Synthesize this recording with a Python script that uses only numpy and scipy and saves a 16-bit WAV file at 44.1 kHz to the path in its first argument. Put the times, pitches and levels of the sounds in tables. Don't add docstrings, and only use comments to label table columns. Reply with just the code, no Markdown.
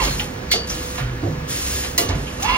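import sys
import numpy as np
from scipy import signal
from scipy.fft import rfft, irfft, next_fast_len
from scipy.io import wavfile
from scipy.ndimage import uniform_filter1d

SR = 44100
rng = np.random.default_rng(int(sys.argv[2]) if len(sys.argv) > 2 else 0)


def magnitude_from_level(level_db):
    exponent = np.asarray(level_db, float) / 20
    return 10 ** exponent


def waveform_to_disk(signal):
    frames = np.transpose(np.atleast_2d(signal))
    scaled = np.clip(frames, -1, 1) * 32767
    samples = np.round(scaled).astype(np.int16)
    wavfile.write(sys.argv[1], SR, samples)


N = 113337

# (time [s], gear teeth meeting per second [Hz], level [dB])
SERVO_DOWN = [
    (0, 1045, -18.5),
    (0.038, 774.5, -37.5),
    (0.082, 558, -30.5),
    (0.118, 378, -66),
    (.16, 300, -69),
]
# (time [s], gear teeth meeting per second [Hz], level [dB])
SERVO_UP = [
    (2.319, 333, -70),
    (2.383, 536, -41),
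    (2.421, 732.6, -37.5),
    (2.452, 869, -25),
    (2.469, 946.6, -26.5),
    (2.487, 992, -20),
    (2.511, 1023, -21),
    (2.531, 1055, -21.5),
    (2.57, 1013, -24.5),
]
# (frequency [Hz], width [Hz], level [dB])
HOUSING = [(527, 59, -9.5), (690, 140, -0.5), (849, 100, 5), (1000, 66, 8.5), (1230, 210, 5.5),
           (1712, 37, -0.5), (2190, 170, 1.5), (2750, 170, 9), (3570, 300, -8), (3300, 100, -1),
           (4170, 30, -4), (4820, 90, -2.5), (5300, 180, -11.5), (8900, 620, -25)]
# (time [s], level [dB], 60 dB decay [s], centre [Hz], width [octaves])
CLACKS = [(.016, -20, .42, 2780, 1.34), (.1955, -16, .035, 2950, .25), (.2, -28, .19, 1450, 1.1),
          (.5134, -8, .018, 4600, 1.6), (.5178, -11, .025, 3500, 1.3), (.528, -13, .02, 4500, 1),
          (.536, -21, .03, 3400, .5), (1.9817, -10, .025, 7000, .5), (.72, -30, .04, 5500, .3),
          (.519, -21.5, .25, 4000, .72), (.6958, -18, .045, 5750, .12), (.697, -29, .6, 2200, 1.8),
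          (.946, -32, .12, 1500, 1.1), (.978, -26, .35, 1300, 1), (1.229, -24.5, .31, 330, .8),
          (2.423, -24, .13, 5200, 1), (0, -27, .78, 291, 1.1), (.535, -24.5, .28, 500, 1.1),
          (1.49, -29.5, .22, 172, .89), (1.98, -28, .6, 690, 1.3), (1.981, -23, .34, 380, .35),
          (2.09, -24, .45, 278, 1.2), (1.835, -26, .19, 1200, 1.8), (1.9783, -12, .03, 6500, 1.2),
          (1.983, -20, .2, 8000, .8), (1.982, -24, .3, 3500, .9), (2.087, -26, .085, 3800, .8),
          (2.095, -27, .3, 1600, 1), (2.265, -35.5, .3, 2780, .22)]
# (time struck [s], frequency [Hz], level [dB], 60 dB decay [s])
RINGS = [(.009, 4645, -31, .2), (.041, 2165, -28, .2), (.021, 4275, -25, .35), (.057, 4262, -27, .25),
         (.013, 3185, -32, .4), (.204, 850, -30, .3), (.5155, 2110, -19, .08), (.53, 2930, -35, .4),
         (.5143, 3350, -19, .09), (.5035, 4470, -31, .3), (.5145, 4470, -20, .2), (.5182, 3645, -23, .11),
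         (.5142, 4650, -23, .35), (.525, 5160, -27, .2), (.5141, 5645, -30, .2), (.5139, 6210, -29, .2),
         (.527, 4720, -26, .12), (.5135, 4570, -23, .45), (.55, 465, -23, .24), (1.028, 3090, -39, .45),
         (.986, 710, -33, .28), (1.216, 770, -35, .35), (1.226, 312, -26, .3), (1.985, 695, -31, .25),
         (1.9795, 2010, -19, .05), (1.981, 2875, -31, .45), (1.9805, 3385, -28, .22),
         (1.9802, 4135, -31, .18), (1.9803, 5255, -28, .11), (1.9801, 6250, -25, .25),
         (2.02, 1140, -32, .25), (2.101, 1015, -29, .2), (2.091, 740, -31, .19), (.411, 755, -42, .3),
         (1.979, 9400, -25, .3),
    (1.979, 10100, -29, .3),
    (.514, 7900, -25, .12),
    (.518, 11800, -34, .15),
    (.002, 4270, -27, .4),
]
# (time [s], frequency [Hz], level [dB], 60 dB decay [s])
THUDS = [(0, 45.2, -17.5, 0.72), (.01, 139.4, -28.5, 1.46), (0.202, 73, -23.5, 0.24), (.52, 64, -47, 0.17),
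         (0.702, 45.4, -24.5, 0.41), (1.005, 51.2, -26, 1.5), (1.006, 120.8, -16, 0.61),
         (1.23, 118.8, -15, 0.37), (1.273, 158.4, -21, 0.66), (1.33, 128.4, -24.5, 0.72),
         (1.598, 67.9, -29.5, 2.1), (2.087, 87, -13, 0.27), (2.11, 52.6, -20, 0.64),
         (2.153, 139.2, -22, 0.51), (2.463, 49.1, -20.5, 1)]
# (start [s], length [s], level [dB], attack [s], 60 dB release [s])
BLOWS = [
    (0, 0.21, -30, .003, 0.49),
    (0.67, 0.32, -32.5, 0.004, 0.28),
    (1.471, 0.34, -25, 0.039, 0.68),
    (2.03, 0.04, -69.5, 0.022, 0.27),
    (2.142, 0.27, -39, 0.012, 0.3),
    (2.397, 0.23, -37.5, 0.0046, .3),
]
# (frequency [Hz], level [dB])
AIR_COLOUR = [(300, -22), (900, -12), (1600, -4), (4000, -4), (6500, -2), (9500, -2), (12200, -8),
              (15600, -12)]
# (frequency [Hz], width [Hz], level [dB])
NOZZLE = [(2660, 130, -21), (5200, 250, -19), (6500, 150, -19), (9500, 600, -14)]
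# (frequency [Hz], level [dB])
HUM_COLOUR = [(28, -2), (48, -3), (120, -3.5), (450, -12), (620, -14), (1700, -18), (3500, -25.5),
              (15000, -38.5)]
# (frequency [Hz], level [dB])
PUMP_TONES = [(68, -36), (251, -40), (501, -38.5), (1693, -44.5)]
# (frequency [Hz], side over mid [dB], likeness [0-1], side leads mid [radians])
PORTS = [(50, -33, .95, 3.1), (200, -12, .9, 3.1), (400, -8, .7, 2.9), (720, 4, .45, 2.6),
         (1050, 1, .68, 2.9), (2500, 1.5, .4, 1.7), (5500, 2.5, .7, 1.6), (7000, 5, .9, 1.6),
         (8300, 19, .9, 1.6), (11500, 17, .9, 1.6), (13200, 4, .6, 1.6), (15000, -3, .6, 1.5),
         (15500, -45, .8, 1.5)]
# (lowest frequency [Hz], share of time [0-1])
TREBLE_OPEN = [(6900, .85), (7300, .6), (7700, .15), (8200, 0), (11000, .05), (11800, .25), (12600, .5),
               (13000, .7), (13400, .85), (13800, .9), (14200, .95), (14600, .9), (15000, .8), (15400, .65),
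               (15800, 0)]
# (start [s], end [s], lowest [Hz], highest [Hz])
TREBLE_SHUT = [
    (.56, .65, 12600, 14200),
    (1.04, 1.11, 11000, 13800),
    (2.22, 2.39, 14200, 16000),
    (2.47, 2.57, 6900, 14200),
    (2.2, 2.4, 7600, 8200),
]

GEAR_WOBBLE_DB, GEAR_JITTER, TEETH_SHARE = 2.2, .011, 1.2
GRIND_DB, WIDE_GRIND_DB, GRIND_WOBBLE_DB, OVERTONE_DB = -4, -6, 1.4, -10.5
RATTLE_DB, RING_GRAIN_DB, RING_JITTER = 2.2, 3, .005
PUSH_CYCLES = 0.7
HUM_DB, HUM_FLICKER_DB = -30, 1.1
ROOM_T60_S, ROOM_DB, SERVO_ROOM_DB, SCATTER_S = 0.17, -1, -7, 0.02
OPEN_HOLD_S, SHARP_S = .046, [.503, 1.964, 2.402]


def freqs(size):
    return np.maximum(np.arange(size // 2 + 1) * SR / size, 1)


def logread(f, table, column=1):
    table = np.array(table)
    return np.interp(np.log(f), np.log(table[:, 0]), table[:, column])


def unit(x):
    return x / np.sqrt(np.mean(x ** 2))


def shaped(x, gain):
    size = next_fast_len(len(x))
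    return irfft(rfft(x, size) * gain(freqs(size)), size)[:len(x)]


def band(x, hz, width_hz):
    return signal.lfilter(*signal.iirpeak(hz, hz / width_hz, fs=SR), x)


def walk(rate_hz, size=N):
    k = int(SR / rate_hz)
    smooth = uniform_filter1d(rng.standard_normal(size), k)
    return unit(uniform_filter1d(smooth, k))


def turning(hz):
    return 2 * np.pi * np.cumsum(hz) / SR


def fall(t, t60):
    return np.exp(-np.log(1000) * np.maximum(t, 0) / t60)


def add(out, start_s, x):
    i = max(int(start_s * SR), 0)
    out[i:i + len(x)] += x[:N - i]


def gears(t, curve):
    s, hz, db = np.array(curve).T
    phase = turning(np.interp(t, s, hz) * (1 + GEAR_JITTER * walk(150)))
    teeth = np.cos(phase) + magnitude_from_level(OVERTONE_DB) * np.cos(2 * phase)
    teeth = teeth * magnitude_from_level(GEAR_WOBBLE_DB * walk(220))
    load = magnitude_from_level(np.interp(t, s, db, -120, -120))
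    grit = rng.standard_normal(N) * magnitude_from_level(GRIND_WOBBLE_DB * walk(60))
    rung = np.zeros(N)
    for k, (centre, width, level) in enumerate(HOUSING):
        push = load * (teeth + magnitude_from_level(GRIND_DB) * grit * np.sqrt(SR / 20 / width))
        rung += (-1) ** k * magnitude_from_level(level) * band(push, centre, width)
    return load * (TEETH_SHARE * teeth + magnitude_from_level(WIDE_GRIND_DB) * band(grit, 2300, 5000)) + rung


def clacks():
    out, t = np.zeros(N), np.arange(SR // 2) / SR
    for s, db, t60, hz, octaves in CLACKS:
        noise = rng.standard_normal(len(t))
        noise = unit(shaped(noise, lambda f: np.exp(-(np.log2(f / hz) / octaves) ** 2 / 2)))
        rattle = magnitude_from_level(db + RATTLE_DB * walk(280, len(t)))
        add(out, s, rattle * noise * np.clip(t * hz / 2, 0, 1) * fall(t, t60))
    return out


def rings():
    out, t = np.zeros(N), np.arange(SR // 2) / SR
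    for s, hz, db, t60 in RINGS:
        grain = magnitude_from_level(RING_GRAIN_DB * walk(130, len(t)))
        phase = turning(hz + (RING_JITTER * hz + 12) * walk(200, len(t)))
        onset = np.clip(t / 0.0021, 0, 1)
        add(out, s, magnitude_from_level(db) * grain * np.sin(phase) * onset * fall(t, t60))
    return out


def thuds():
    out, t = np.zeros(N), np.arange(SR) / SR
    for s, hz, db, t60 in THUDS:
        phase = turning(hz * (1 + 0.079 * walk(34, SR)))
        level = magnitude_from_level(db + 1.8 * walk(25, SR))
        push = np.clip(t * hz / PUSH_CYCLES, 0, 1)
        add(out, s, level * np.sin(phase) * push * fall(t, t60))
    return out


def air(t):
    flow = np.zeros(N)
    for s, length, db, attack, release in BLOWS:
        flow += magnitude_from_level(db) * np.clip((t - s) / attack, 0, 1) * fall(t - s - length, release)
    jet = unit(shaped(rng.standard_normal(N), lambda f: magnitude_from_level(logread(f, AIR_COLOUR))))
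    whistle = np.zeros(N)
    for hz, width, db in NOZZLE:
        whistle += magnitude_from_level(db + 2.8 * walk(16)) * unit(band(rng.standard_normal(N), hz, width))
    return flow * magnitude_from_level(.6 * walk(60)) * (jet + whistle)


def hum(t):
    noise, out = rng.standard_normal(N), np.zeros(N)
    for hz in 24 * 2 ** np.arange(0, 9.6, .5):
        def gain(f):
            bell = np.cos(np.pi * np.clip(np.log2(f / hz), -.5, .5)) ** 2
            return magnitude_from_level(logread(f, HUM_COLOUR)) * bell
        out += shaped(noise, gain) * magnitude_from_level(HUM_FLICKER_DB * walk(14))
    out = magnitude_from_level(HUM_DB) * unit(out)
    for hz, db in PUMP_TONES:
        level = magnitude_from_level(db + 2.1 * walk(7.3))
        out += level * np.sin(turning(hz * (1 + 0.00391 * walk(8.4))))
    return out


def echo(x, t60):
    t = np.arange(int(t60 * SR)) / SR
    tail = rng.standard_normal(len(t)) * fall(t, t60)
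    return signal.fftconvolve(x, tail / np.sqrt(np.sum(tail ** 2)))[:N]


def patchy(spectrum, f, t):
    edges = [hz for hz, _ in TREBLE_OPEN] + [SR]
    out = irfft(spectrum * (f < edges[0]))[:N]
    sharp = sum(np.abs(t - s - OPEN_HOLD_S / 4) < OPEN_HOLD_S / 5 for s in SHARP_S)
    hold = int(OPEN_HOLD_S * SR)
    for (lo, share), hi in zip(TREBLE_OPEN, edges[1:]):
        shut = sum((t > a) * (t < b) * (low <= lo < high) for a, b, low, high in TREBLE_SHUT)
        is_open = np.repeat(rng.random(N // hold + 1) < share, hold)[:N]
        gate = np.maximum(is_open * (1 - shut), sharp) * 1.
        part = irfft(spectrum * (f >= lo) * (f < hi))[:N]
        out = out + uniform_filter1d(gate, size=600) * part
    return out


def scene():
    t = np.arange(N) / SR
    servo = gears(t, SERVO_DOWN) + gears(t, SERVO_UP)
    blows = clacks() + rings()
    low = thuds()
    events = servo + blows
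    far = magnitude_from_level(SERVO_ROOM_DB) * servo + blows
    near = events + low + magnitude_from_level(ROOM_DB) * echo(far, ROOM_T60_S) + air(t) + hum(t)
    other = echo(events + low, SCATTER_S) + magnitude_from_level(ROOM_DB) * echo(events, ROOM_T60_S) + air(t) + hum(t)
    size = 2 ** 17
    f = freqs(size)
    angle = np.arctan(magnitude_from_level(logread(f, PORTS)))
    like = np.clip(logread(f, PORTS, column=2), 0, 1)
    lead = np.exp(1j * logread(f, PORTS, column=3))
    a, b = rfft(near, size), rfft(other, size)
    mid = patchy(a * np.cos(angle), f, t)
    side = irfft(np.sin(angle) * (like * a * lead + np.sqrt(1 - like ** 2) * b))[:N]
    return np.array([mid + side, mid - side])


def roll_off(x):
    return signal.sosfilt(signal.butter(12, 16510, fs=SR, output="sos"), x)


def record(dry):
    top_cut = signal.ellip(8, .2, 70, 16400, fs=SR, output="sos")
    bass_cut = signal.butter(5, 36, "high", fs=SR, output="sos")
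    mix = signal.sosfilt(bass_cut, signal.sosfilt(top_cut, dry))
    return roll_off(mix)


dry = scene()
out = record(dry)
waveform_to_disk(out)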